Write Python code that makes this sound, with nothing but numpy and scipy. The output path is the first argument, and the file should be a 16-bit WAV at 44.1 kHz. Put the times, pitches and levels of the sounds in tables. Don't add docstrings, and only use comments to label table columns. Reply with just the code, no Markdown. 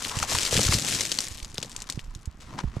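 import sys
import numpy as np
from scipy import signal
from scipy.fft import rfft, irfft, next_fast_len
from scipy.io import wavfile
from scipy.ndimage import uniform_filter1d

SR = 44100
rng = np.random.default_rng(int(sys.argv[2]) if len(sys.argv) > 2 else 0)


def master_out(mix):
    frames = np.transpose(np.atleast_2d(mix))
    ceiling = np.clip(frames, -1, 1)
    pcm = np.round(ceiling * 32767).astype(np.int16)
    wavfile.write(sys.argv[1], SR, pcm)


N = 123479

# time in seconds, level in dB.
POUR_LEVEL = [(0, -34.5), (.15, -38), (.185, -35.5), (.225, -26.5), (.255, -37.5), (.31, -27.5),
              (.45, -27.5), (.52, -28), (.6, -25.5), (.69, -24), (.78, -30.5), (.9, -28.5), (.985, -32),
              (1.02, -29), (1.09, -35.5), (1.21, -37.5), (1.3, -40.5), (1.45, -49.5), (1.75, -52.5),
              (1.87, -56), (1.93, -48.5), (2.02, -58.5), (2.4, -67)]
# frequency in Hz, strength in dB per Hz.
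GRIT_COLOUR = [(530, -8), (900, -17.5), (1720, -9), (5220, -5), (7770, -6), (12700, -19), (16000, -29.5)]
GRAIN_PITCHES = np.geomspace(2100, 9000, num=7)
# start in seconds, strength in dB before colouring, pitch in Hz.
CHIP_HITS = [(0.0491, -12.5, 3130), (0.0954, -15, 3120), (0.189, -12.5, 5950), (0.2293, -14, 6270),
             (0.3516, -15, 8050), (0.386, -5, 4630), (0.433, -10, 5560), (0.452, -11.5, 4560),
             (0.4641, -14.5, 3550), (0.5532, -12, 2630), (0.567, -4, 2940), (0.576, -7, 2300),
             (0.592, -9.5, 2150), (0.6148, -12, 5600), (0.7245, -7.5, 2620), (0.7411, -4.5, 4300),
             (0.8217, -16.5, 4450), (0.866, -15, 6500), (0.9501, -12, 5100), (1.008, -5.5, 6200),
             (1.053, -14, 6750), (1.1175, -5.5, 5900), (1.1222, -10, 5300), (1.1877, -6, 4330),
             (1.205, -8, 7400), (1.2438, -15.5, 8200), (1.2836, -17, 9700), (1.4017, -26, 4130),
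             (1.4294, -21, 5700), (1.447, -21, 5430), (1.5439, -23.5, 8500), (1.575, -26, 3540),
             (1.5812, -12, 3630), (1.6281, -12.5, 3560), (1.6465, -25.5, 5800), (1.696, -27.5, 8900),
             (1.7167, -28, 7060), (1.7639, -14, 7300), (1.8036, -24, 7300), (1.8206, -18, 7600),
             (1.8904, -22, 5540), (1.8996, -10.5, 6670), (1.924, -19, 5400), (1.957, -34, 6500),
             (1.993, -22, 2530), (2.1503, -24.5, 5800), (2.2568, -28, 7850)]
# start in seconds, strength in dB, starting pitch in Hz.
KNOCK_HITS = [(0.226, -18.5, 1510), (0.237, -20.5, 950), (0.319, -24, 830), (0.35, -16.5, 1200),
              (0.526, -17, 614), (0.553, -21, 540), (0.591, -15, 587), (0.681, -21.5, 1580),
              (0.723, -18.5, 1330), (1.186, -29.5, 1180), (1.582, -29, 577), (1.629, -34, 610),
              (1.647, -36, 640), (1.671, -44.5, 960), (1.893, -31, 1210), (2.589, -31, 934),
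              (2.636, -34, 1090), (2.766, -32.5, 646)]
# start in seconds, strength in dB, starting pitch in Hz.
THUD_HITS = [(0.369, -23.5, 98), (0.529, -19, 121), (0.558, -14, 108), (0.578, -11.5, 184),
             (0.594, -15.5, 130), (0.661, -14.5, 78), (0.691, -10.5, 92), (0.712, -19.5, 69),
             (.749, -12.5, 146), (0.764, -22.5, 70.5), (0.955, -26, 117), (1.585, -24, 164),
             (1.898, -31, 340)]
# start in seconds, strength in dB, starting pitch in Hz,
# signed multiplier (plus for a push, minus for a pull).
JOLT_HITS = [(.170, -17.5, 125, -1.06), (.221, -20.5, 91, 0.76), (.345, -19, 101, 0.82),
             (1.311, -27, 82, 0.91), (1.425, -28, 45, -1.04), (1.945, -29.5, 69.5, 0.95),
             (1.975, -16, 154, 0.76), (2.159, -29.5, 112, 1), (2.275, -21, 77.5, -1.2),
             (2.640, -14.5, 151, 1), (2.651, -22, 56, -1.55), (2.675, -19, 59, 0.9),
             (2.768, -15, 135, -0.87)]
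# time in seconds, level in dB.
RUMBLE_LEVEL = [(0, -44.5), (.16, -48.5), (.4, -44), (.5, -53.5), (.6, -37), (.75, -36.5), (1.05, -43.5),
                (1.3, -50.5), (1.8, -53.5), (2.37, -57), (2.41, -53), (2.49, -51), (2.52, -42.5),
                (2.61, -39), (2.7, -49.5), (2.8, -47.5)]
# frequency in Hz, strength in dB per Hz.
RUMBLE_COLOUR = [(40, -34), (100, 0), (250, -5), (500, -19.5), (800, -18), (1500, -49)]
# time in seconds, level in dB.
SCUFF_LEVEL = [(0, -41), (.25, -36.5), (.7, -45.5), (1.4, -57), (1.8, -52.5), (2.1, -61), (2.395, -68),
               (2.405, -53), (2.46, -59.5), (2.52, -48), (2.56, -50), (2.59, -35), (2.65, -52),
               (2.8, -51.5)]
# frequency in Hz, strength in dB per Hz.
SCUFF_COLOUR = [(400, -8.5), (700, -7.5), (1000, 2), (1400, -3.5), (2500, -10), (6000, -15.5),
                (10000, -27.5), (16000, -70)]
# time in seconds, level in dB.
BRUSH_LEVEL = [(2.395, -90), (2.405, -49.5), (2.45, -56), (2.57, -63), (2.595, -55), (2.74, -72),
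               (2.765, -50.5), (2.8, -69)]
# frequency in Hz, strength in dB per Hz.
WIND_COLOUR = [(20, 4.5), (35, 6), (70, 0), (140, -10.5), (300, -51)]
# frequency in Hz, strength in dB per Hz.
AIR_COLOUR = [(200, -1), (400, -10), (1100, 8), (2500, 0), (8000, -16.5), (16000, -49)]
# frequency in Hz, likeness from 0 (unrelated) to 1 (same).
SIDE_LIKENESS = [(60, 1), (400, 0.92), (2500, 0.63), (7000, 0.88), (14000, 0.12)]
# frequency in Hz, left minus right in dB.
SIDE_LEAN = [(60, -0.5), (240, 0.5), (950, 3.5), (3770, 3.5), (15000, 6.5)]

GRAINS_PER_S, GRAIN_SPREAD_DB, GRAIN_DECAY_S, CLUMP_DB = 1400, 4.5, 0.0006, 2
THIN = 0.5
DUST_DB = -0.5
COLOUR_OCTAVES, COLOUR_DB = 0.51, 5.5
CHIP_RISE_S, CHIP_DECAY_S, CHIP_TAIL_S, CHIP_TAIL_DB = 0.00022, 0.00071, 0.0075, -14.5
CHIP_RING_CYCLES, CHIP_RING_DB = 19.7, -8.5
KNOCK_T60_S, KNOCK_ROUGH, KNOCK_SAG = 0.027, 3.7, 58.8
THUD_CYCLES, JOLT_CYCLES, SAG = 0.73, 0.73, 0.18
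JOLT_PAN_DB, WIND_PAN_DB, KNOCK_PAN_DB = -7.5, -3.5, 2.5
WIND_DB, AIR_DB = -47.5, -62.5
CUTOFF_HZ = 16300


def amp(db):
    return 10 ** (np.asarray(db) / 20)


def rms_one(x):
    return x / np.sqrt(np.mean(x ** 2) + 1e-20)


def in_time(rows):
    return np.interp(np.arange(N) / SR, *np.transpose(rows))


def at_hz(points, hz):
    points = np.array(points)
    return np.interp(np.log(hz), np.log(points[:, 0]), points[:, 1])


def drift(rate_hz):
    r = np.exp(-80 * np.pi * rate_hz / SR)
    noise = rng.standard_normal(N // 40 + 2002)
    slow = signal.lfilter([1], [1, -2 * r, r * r], noise)[2000:]
    return np.interp(np.arange(N) / 40, np.arange(len(slow)), rms_one(slow))


def die(clicks, decay_s):
    return signal.lfilter([1], [1, -np.exp(-1 / (decay_s * SR))], clicks + 1e-18)


def grains(per_s, spread_db, decay_s):
    sizes = amp(spread_db * np.minimum(rng.exponential(1, N), 3.3))
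    starts = rng.random(N) < per_s / SR
    return die(sizes * starts, decay_s)


def hump(x, hz):
    size = x.shape[-1]
    f = np.maximum(np.arange(size // 2 + 1) * SR / size, 5)
    octaves_away = np.log2(f / hz)
    lift_db = COLOUR_DB * (np.exp(-0.5 * (octaves_away / COLOUR_OCTAVES) ** 2) - 0.5)
    return irfft(rfft(x) * amp(lift_db), size)


def coloured(pair, spectrum):
    size = next_fast_len(N + 4096)
    hz = np.maximum(np.arange(size // 2 + 1) * SR / size, 5)
    alike = np.clip(at_hz(SIDE_LIKENESS, hz), 0, 1)
    mid, side = rfft(pair, size) * amp(at_hz(spectrum, hz))
    sign = np.array([[1], [-1]])
    both = np.sqrt(1 + alike) * mid + sign * np.sqrt(1 - alike) * side
    both = both * amp(sign * at_hz(SIDE_LEAN, hz) / 2)
    return irfft(both, size)[:, :N]


def panned(x, pan_db):
    return x * amp([[pan_db / 2], [-pan_db / 2]])


def gravel():
    level_db = in_time(POUR_LEVEL)
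    clumps = amp(CLUMP_DB * (drift(9.6) + drift(50)))
    thinning = amp(THIN * (level_db - level_db.max()))
    rate = GRAINS_PER_S / len(GRAIN_PITCHES) * clumps * thinning
    size = next_fast_len(N)
    bursts = np.zeros((2, N))
    for hz in GRAIN_PITCHES:
        one_size = grains(rate, GRAIN_SPREAD_DB, GRAIN_DECAY_S) * rng.standard_normal((2, N))
        padded = np.pad(one_size, ((0, 0), (0, size - N)))
        bursts += hump(padded, hz)[:, :N]
    steady_bursts = rms_one(bursts / np.sqrt(thinning))
    dust = amp(DUST_DB) * clumps * np.sqrt(thinning) * rng.standard_normal((2, N))
    return amp(level_db) * rms_one(coloured(steady_bursts + dust, GRIT_COLOUR))


def chips():
    out, t = np.zeros((2, N + SR)), np.arange(2048) / SR
    for s, db, hz in CHIP_HITS:
        noise = rng.standard_normal((2, len(t)))
        ring_hz = hz * np.exp(np.r_[0, rng.normal(0, 0.35, 3)])[:, None]
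        grit = amp(3.5 * np.repeat(rng.standard_normal(32), 64))
        tail = amp(CHIP_TAIL_DB) * grit * np.exp(-t / CHIP_TAIL_S)
        crack = noise * (np.exp(-t / CHIP_DECAY_S) + tail)
        crack = crack * (1 - np.exp(-t / CHIP_RISE_S))
        ring_fade = amp(-60 * t * ring_hz / CHIP_RING_CYCLES)
        ring = np.sum(np.sin(2 * np.pi * ring_hz * t) * ring_fade, axis=0)
        middle_only = [[1], [0]]
        hit = hump(crack, hz) + amp(CHIP_RING_DB) * ring * middle_only
        start = int(s * SR)
        out[:, start:start + len(t)] += amp(db) * hit
    return coloured(out[:, :N], GRIT_COLOUR)


def knocks():
    out, t = np.zeros(N + SR), np.arange(3000) / SR
    for s, db, hz in KNOCK_HITS:
        rough = 1 + KNOCK_ROUGH * uniform_filter1d(rng.standard_normal(len(t)), size=40)
        turns = hz * np.log1p(KNOCK_SAG * t) / KNOCK_SAG
        ring = np.sin(2 * np.pi * turns) + 0.35 * np.sin(2 * np.pi * 1.8 * turns)
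        rise = 1 - np.exp(-t / 0.00083)
        start = int(s * SR)
        out[start:start + len(t)] += amp(db - 60 * t / KNOCK_T60_S) * ring * rough * rise
    return panned(out[:N], KNOCK_PAN_DB)


def bumps(rows, cycles):
    out, t = np.zeros(N + SR), np.arange(6000) / SR
    for s, db, hz, way in rows:
        turns = hz * t / np.sqrt(1 + SAG * hz * t)
        envelope = np.exp(-hz * t / cycles) * (1 - np.exp(-12 * hz * t))
        start = int(s * SR)
        out[start:start + len(t)] += way * amp(db) * np.sin(2 * np.pi * turns) * envelope
    return out[:N]


def thuds():
    return bumps([(*row, 1) for row in THUD_HITS], THUD_CYCLES)


def jolts():
    return panned(bumps(JOLT_HITS, JOLT_CYCLES), JOLT_PAN_DB)


def rumble():
    lumps = grains(400, spread_db=3.0, decay_s=0.004) * rng.standard_normal((2, N))
    return amp(in_time(RUMBLE_LEVEL)) * rms_one(coloured(lumps, RUMBLE_COLOUR))


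def scuff():
    lumps = amp(2.5 * drift(25))
    rubs = lumps * grains(800, spread_db=3.5, decay_s=0.002) * rng.standard_normal((2, N))
    return amp(in_time(SCUFF_LEVEL)) * rms_one(coloured(rubs, SCUFF_COLOUR))


def brush():
    rubs = grains(3000, spread_db=2.5, decay_s=0.0015) * rng.standard_normal((2, N))
    duller = signal.lfilter([1], [1, -0.55], coloured(rubs, GRIT_COLOUR))
    return amp(in_time(BRUSH_LEVEL)) * rms_one(duller)


def wind():
    gusts = amp(3.5 * drift(6)) * rng.standard_normal((2, N))
    return panned(amp(WIND_DB) * rms_one(coloured(gusts, WIND_COLOUR)), WIND_PAN_DB)


def air():
    return amp(AIR_DB) * rms_one(coloured(rng.standard_normal((2, N)), AIR_COLOUR))


def scene():
    rock = gravel() + chips() + knocks() + thuds() + rumble()
    return rock + jolts() + scuff() + brush() + wind() + air()


def record(dry):
    rounded = 0.65 * np.tanh(dry / 0.65)
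    low_pass = signal.cheby2(12, 70, CUTOFF_HZ, fs=SR, output="sos")
    return signal.sosfilt(low_pass, rounded)


dry = scene()
out = record(dry)
master_out(out)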